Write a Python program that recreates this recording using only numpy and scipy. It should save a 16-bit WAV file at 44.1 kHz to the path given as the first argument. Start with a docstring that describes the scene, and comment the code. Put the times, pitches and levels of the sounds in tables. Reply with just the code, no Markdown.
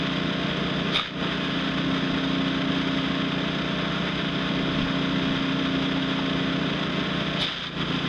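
"""Wood chipper on a forest track

A petrol engine with one cylinder throbs and clatters, and its belt turns a humming knife rotor.
Twice the knives chop a branch: the wood rasps and snaps, the engine slows, and the gain control of a
small camera a few metres away turns the sound down. Chips rattle up the chute, wood knocks on the
hopper (the feed funnel), and light wind nudges the microphone."""
import sys
import numpy as np
from scipy import signal
from scipy.fft import rfft, irfft, next_fast_len
from scipy.io import wavfile
from scipy.ndimage import uniform_filter1d, map_coordinates

SR = 44100
rng = np.random.default_rng(int(sys.argv[2]) if len(sys.argv) > 2 else 0)


def persist_wave(psi):
    """Save psi, clipped to +-1, as 16-bit WAV."""
    counts = np.round(np.clip(psi, -1, 1) * 32767).astype(np.int16)
    wavfile.write(sys.argv[1], SR, np.atleast_2d(counts).T)


N = 356328
TIME = np.arange(N) / SR


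# The tones of the exhaust note: multiple of the firing rate, level/dB
EXHAUST_TONES = [(2, -52.3), (3, -54.7), (4, -55.8), (5, -37.2), (6, -34.0), (7, -41.3), (8, -55.4),
                 (9, -37.4), (10, -39.3), (11, -53.4), (12, -50.9), (13, -54.6), (14, -59.0), (15, -56.1)]
# The colour of gas rushing through the muffler: f/Hz, level/dB
RUSH_SPECTRUM = [(15, -28.5), (45, -13), (100, -9.5), (170, -3.5), (250, 1.5), (330, -1.5), (420, -4.5),
                 (560, -8.5), (690, -8), (800, -19.5), (1500, -27.5), (4000, -70.5)]
# How loud that rush is over time: t/s, level/dB
RUSH_LOUDNESS = [(0, -39), (.9, -34.5), (2.2, -37.5), (6.2, -37.5), (7.3, -35.5)]

def exhaust(turns, throttle, uneven=0.073, flutter=0.045, throb=0.23, labour_db=-48, note_db=1.2):
    """Each firing pushes out a puff, no two equally strong: a low note and a pulsing rush of gas."""
    strength = 1 + uneven * wander(30)
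    puff = 1 + throb * np.cos(2 * np.pi * (turns - .6))
    rush = amp(np.interp(TIME, *np.transpose(RUSH_LOUDNESS))) * noise(RUSH_SPECTRUM, puff)
    # An open throttle deepens the note.
    labour = amp(labour_db) * throttle * tones(turns, [(2, -7.5), (3, -3.0), (4, -21.0)], flutter)
    note = amp(note_db) * tones(turns, EXHAUST_TONES, flutter)
    return strength * (note + labour + rush)


# The colour of rattling valve gear and sheet metal: f/Hz, level/dB
CLATTER_SPECTRUM = [(300, -55.5), (800, -6.5), (1000, -2.5), (1250, -0.5), (1520, -0.5), (1850, -3.5),
                    (2150, -4.5), (2500, -1.5), (2800, -4.5), (3100, 0), (3350, 1.5), (3750, -1.5),
                    (6000, -2.5), (14000, -9.5)]
# The tones of the engine casing: multiple of the firing rate, level/dB
CASING_TONES = [(32, -54.5), (42, -52.2), (45, -49.3), (48, -53.8), (49, -55.0), (50, -55.1), (51, -54.8),
                (56, -53.6), (58, -54.0), (59, -53.8), (66, -53.6), (67, -54.7), (69, -50.6)]
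# The whine of the timing gears: multiple of the firing rate, level/dB
GEAR_WHINE = [(36, -46.7)]

def clatter(turns, locked_db=-37, loose_db=-30, tap_cycles=0.018, play=0.0011, stroke=0.21, count=18):
    """Valves and piston tap at the same points in every engine cycle; loose panels rattle in step."""
    angle = np.arange(1024) / 1024  # one cycle, from 0 to 1
    offset, size = rng.random((2, count))
    place = (np.arange(count) + offset) / count
    since_tap = (angle[:, None] - place) % 1
    taps = np.sqrt(1 + (2 * size ** 2 * np.exp(-since_tap / tap_cycles)).sum(1))
    crank = turns + play * wander(90)  # slack in the parts smears the high tones
    ring = taps * rng.standard_normal(len(angle))
    locked = map_coordinates(ring, [crank % 1 * len(angle)], order=3, mode="grid-wrap")  # ring, looped
    # The panels shake with each firing and each turn of the crank.
    shake = 1 + stroke * (np.cos(2 * np.pi * turns) + np.cos(2 * np.pi * 2 * turns)) / 2
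    rattle = shake * np.interp(crank, angle, taps, period=1) * amp(wander(150))
    tapping = amp(locked_db) * unit(colour(locked, CLATTER_SPECTRUM))
    panels = amp(loose_db) * noise(CLATTER_SPECTRUM, rattle)
    metal = amp(.5 * wander(10)) * (tapping + panels)
    return metal + tones(turns, CASING_TONES, flutter=0.41) + tones(turns, GEAR_WHINE, flutter=0.087)


# The tones of the knife rotor and its fan: multiple of the rotor speed, level/dB
ROTOR_TONES = [(1, -52.8), (2, -49.2), (3, -41.3), (4, -33.3), (5, -49.2), (6, -46.1), (7, -48.3),
               (8, -51.2), (9, -44.2), (10, -44.8)]

def rotor_hum(rotor_turns, lost_speed, free_db=1.5, choking=28, fill_s=0.5):
    """The rotor and its fan hum, more softly while the chips of a heavy cut choke the fan."""
    keep = np.exp(-1 / (fill_s * SR))
    fill = signal.lfilter([1 - keep], [1, -keep], lost_speed) ** 2
    return amp(free_db - choking * fill) * tones(rotor_turns, ROTOR_TONES, flutter=0.064)


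# The colour of knives rasping through wood: f/Hz, level/dB
RASP_SPECTRUM = [(400, -2), (1200, -11), (2600, -17), (3100, 7.5), (3600, 7.5), (5000, 5), (7000, 2.5),
                 (14000, -17)]
# The colour of the booming hopper: f/Hz, level/dB
BOOM_SPECTRUM = [(200, -7), (450, -5.5), (850, -7.5), (1250, -0.5), (1700, 2), (2400, -1.5), (3500, -2),
                 (8000, -8)]
# The colour of the bright crackle as the loud chop overloads the camera: f/Hz, level/dB
OVERLOAD_CRACKLE_SPECTRUM = [(3000, -22.5), (6000, -20), (7500, -12), (8500, -5), (11000, 1),
                             (14000, -18.5)]
# The branches fed in: t/s, length/s, drop in firing rate/Hz, level/dB,
# then, compared with that level: boom/dB, steel ring/dB, extra rasp while splitting/dB
BRANCHES = [(.914, 0.1697, .44, -16, 1, -8.5, 1.5), (7.382, .29, 1.4, -13.5, -1.5, -13, 2)]

def chopping(rotor_turns, bite=0.1, grain_db=1.4, crackle_db=8.5, crackles_per_s=900):
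    """Two knives bite on each turn: wood rasps, with a bright crackle; the hopper booms, steel rings."""
    dig_in_s, thinning_db_per_s, clear_s = 0.098, 36, .028
    boom_build_s, split_at_s, split_s = .11, 0.045, 0.022
    bites = (1 + bite * np.cos(2 * np.pi * 2 * rotor_turns)) * amp(grain_db * wander(250))
    rasp, boom = noise(RASP_SPECTRUM, bites), noise(BOOM_SPECTRUM, bites)
    steel = unit(housing(bites * rng.standard_normal(N)))
    clicks = rng.random(N) < crackles_per_s / SR
    crackle = amp(crackle_db) * noise(OVERLOAD_CRACKLE_SPECTRUM, bites * clicks)
    out = np.zeros(N)
    for start, length, _, db, boom_db, steel_db, rasp_db in BRANCHES:
        age = np.maximum(TIME - start, 0)
        clearing = np.exp(-np.maximum(age - length, 0) / clear_s)  # the last piece leaves the knives
        level = np.minimum(age / dig_in_s, 1) * amp(db - thinning_db_per_s * age) * clearing
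        booming = amp(boom_db) * np.minimum(age / boom_build_s, 1)
        splitting = np.exp(-((age - split_at_s) / split_s) ** 2)
        wood = amp(rasp_db * splitting) * rasp
        out += level * (wood + booming * boom + amp(steel_db) * steel + splitting * crackle)
    return out


def speed_sag(recovery_s=.55):
    """Cutting slows the engine; then the governor, its speed keeper, wins the speed back."""
    lost_speed = np.zeros(N)
    for start, length, drop_hz, *_ in BRANCHES:
        slowing = np.sin(np.pi / 2 * np.clip((TIME - start) / length, 0, 1))
        since_cut = np.maximum(TIME - start - length, 0)
        lost_speed += drop_hz * slowing * np.exp(-since_cut / recovery_s)
    return lost_speed


# The sharp snaps of breaking wood: t/s, level/dB
WOOD_SNAPS = [(.959, 0.5), (.967, -1.5), (.972, 1), (.978, -5), (.988, -4), (.996, 7), (1.001, 2),
              (1.012, 0), (7.43, -10), (7.447, -3), (7.454, -2)]

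def snaps(tear_s=0.00066, ring_db=-3):
    """Bundles of fibres tear with short, bright cracks, and each crack rings the knife housing."""
    keep = np.exp(-1 / (tear_s * SR))
    fades = signal.lfilter([1], [1, -keep], impulses(WOOD_SNAPS) + 1e-18)
    tears = fades * rng.standard_normal(N)
    return colour(tears, OVERLOAD_CRACKLE_SPECTRUM) + amp(ring_db) * housing(tears)


# The pitches at which the knife housing rings: f/Hz, width/Hz, level/dB
HOUSING_RINGS = [(1270, 95, 8), (2300, 130, 5), (2450, 58, 5.5), (3600, 210, 2), (3540, 140, -24.5),
                 (3663, 39, 13)]

def housing(x):
    """The steel around the knives rings with whatever strikes it."""
    return sum(amp(db) * signal.lfilter(*signal.iirpeak(hz, hz / width, fs=SR), x)
               for hz, width, db in HOUSING_RINGS)


# The colour of the chute: f/Hz, level/dB
CHUTE_SPECTRUM = [(600, -16), (1200, -3), (1600, 1), (2400, -8), (3300, -1), (3800, -4), (14000, -8.5)]
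# The flurries of chips: t/s, half-length/s, level/dB
CHIP_FLURRIES = [(1.32, 0.066, -36), (1.54, 0.28, -32), (1.97, 0.055, -33.5), (2.76, .08, -33),
                 (3.15, 0.12, -44), (3.5, 0.13, -49), (4.07, .02, -33), (7.525, 0.027, -20),
                 (7.645, 0.0055, -20.5), (7.692, 0.0055, -21)]

def chips(grain_db=2):
    """Loose chips rattle as they are flung along the steel chute."""
    return noise(CHUTE_SPECTRUM, amp(grain_db * wander(400))) * swells(CHIP_FLURRIES)


# The knocks of wood on the hopper: t/s, level/dB
WOOD_KNOCKS = [(4.865, -27), (5.585, -35), (5.965, -24), (6.19, -25)]
# The pitches at which the hopper rings: f/Hz, level/dB, time to fade by 60 decibels/s
HOPPER_RINGS = [(556, -7, .05), (750, -8, .05), (854, -4, 0.092), (880, -2, 0.03), (1200, -5, .04)]

def knocks():
    """Branch ends bump the hopper, which rings briefly."""
    t = np.arange(SR // 4) / SR
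    ring = sum(amp(db - 60 * t / fade_s) * np.sin(2 * np.pi * hz * t) for hz, db, fade_s in HOPPER_RINGS)
    return signal.oaconvolve(impulses(WOOD_KNOCKS), ring / 2)[:N]


# The colour of the wind's rumble: f/Hz, level/dB
WIND_SPECTRUM = [(15, -4), (40, -6), (100, -8), (200, 2), (500, -34), (2000, -63)]
# The puffs of wind: t/s, half-length/s, level/dB
WIND_PUFFS = [(2.14, 0.029, -35), (4.73, 0.14, -39), (4.84, 0.047, -34), (5.31, 0.038, -40),
              (5.39, 0.024, -37)]

def wind():
    """Puffs of air hit the microphone and make short, low rumbles."""
    return noise(WIND_SPECTRUM) * swells(WIND_PUFFS)


def amp(db):
    """Turns decibels into a number to multiply by."""
    return 10 ** (np.asarray(db) / 20)


def unit(x):
    """Scales x to an average (rms) size of 1."""
    return x / np.sqrt(np.mean(x ** 2) + 1e-20)


def colour(x, points):
    """Makes each frequency in x louder or softer, following rows of f/Hz, level/dB."""
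    hz, db = np.transpose(points)
    size = next_fast_len(N + 4096)
    bins = np.fft.rfftfreq(size, 1 / SR)
    gain = amp(np.interp(np.log(bins + 1), np.log(hz), db))
    return irfft(rfft(x, size) * gain, size)[:N]


def noise(points, gate=1):
    """Noise of average size 1, shaped in time by gate and coloured by points."""
    return unit(colour(gate * rng.standard_normal(N), points))


def wander(rate):
    """A smooth random wobble of average size 1, with about `rate` new values a second."""
    return unit(map_coordinates(rng.standard_normal(8192), [TIME * rate], order=2, mode="wrap"))


def tones(turns, rows, flutter, lag=.265):
    """The wavering tones of a turning shaft; higher ones lag, so each pulse rings out."""
    return sum(amp(db) * (1 + flutter * wander(15)) * np.cos(2 * np.pi * round(k) * turns - lag * k ** 2)
               for k, db in rows)


def impulses(rows):
    """One click for each row of t/s, level/dB."""
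    out = np.zeros(N)
    for s, db in rows:
        out[round(s * SR)] = amp(db)
    return out


def swells(rows):
    """A smooth rise and fall for each row of t/s, half-length/s, level/dB."""
    return sum(amp(db) * np.exp(-((TIME - s) / half_length) ** 2) for s, half_length, db in rows)


# The speed that the governor aims for: t/s, firing rate/Hz
TARGET_SPEED = [(0, 29.86), (2.3, 29.955), (4.3, 29.91), (5.6, 29.816), (6.4, 29.846)]

def scene(belt_ratio=2.2474):
    """Adds up all the sounds; one engine speed drives the whole machine."""
    lost_speed = speed_sag()
    throttle = np.tanh(lost_speed)  # the governor opens it as the engine slows
    firing_hz = np.interp(TIME, *np.transpose(TARGET_SPEED)) - lost_speed
    turns = np.cumsum(firing_hz) / SR  # engine cycles so far, one per firing
    rotor_turns = belt_ratio * turns  # the rotor's 4th tone beats slowly against the engine's 9th
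    running = rotor_hum(rotor_turns, lost_speed) + exhaust(turns, throttle) + clatter(turns)
    return (running + chopping(rotor_turns) + chips() + knocks() + wind() + snaps())[None]


def gain_control(x, threshold_db=-30.5, fall_db_per_s=160, rise_db_per_s=105, react_s=0.025, hold_s=0.044):
    """Loud treble turns the sound down, a moment late; after a short hold it climbs back."""
    hop = 128  # samples per step
    treble = signal.sosfilt(signal.butter(2, 900, "highpass", fs=SR, output="sos"), x)
    power = abs(uniform_filter1d(treble ** 2, size=800))[::hop]
    excess_db = np.maximum(10 * np.log10(power + 1e-12) - threshold_db, 0)
    t = TIME[::hop]
    delayed = [np.interp(t - late, t, excess_db) for late in np.linspace(react_s, hold_s, 10)]
    cut_db = [0]
    for wanted in np.max(delayed, axis=0)[1:]:
        least = cut_db[-1] - rise_db_per_s * hop / SR
        most = cut_db[-1] + fall_db_per_s * hop / SR
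        cut_db.append(min(max(wanted, least), most))
    return x / amp(np.interp(TIME, t, cut_db))


# How the microphone unevenly dulls the treble: f/Hz, level/dB
MIC_RESPONSE = [(3700, 2.5), (4000, -5.5), (4300, -13.5), (4900, -7), (5250, -12), (5600, -20), (6200, -17),
                (7200, -29), (7800, -29.5), (8200, -36), (9500, -34), (11500, -41.5), (14000, -43)]

def record(dry, top_hz=14200):
    """The camera colours the sound, turns loud moments down and cuts off the highest treble."""
    heard = gain_control(colour(dry[0], MIC_RESPONSE))
    lowpass = signal.firwin(511, top_hz, window=("kaiser", 9), fs=SR)
    return signal.oaconvolve(heard, lowpass, "same")[None]


dry = scene()
out = record(dry)
persist_wave(out)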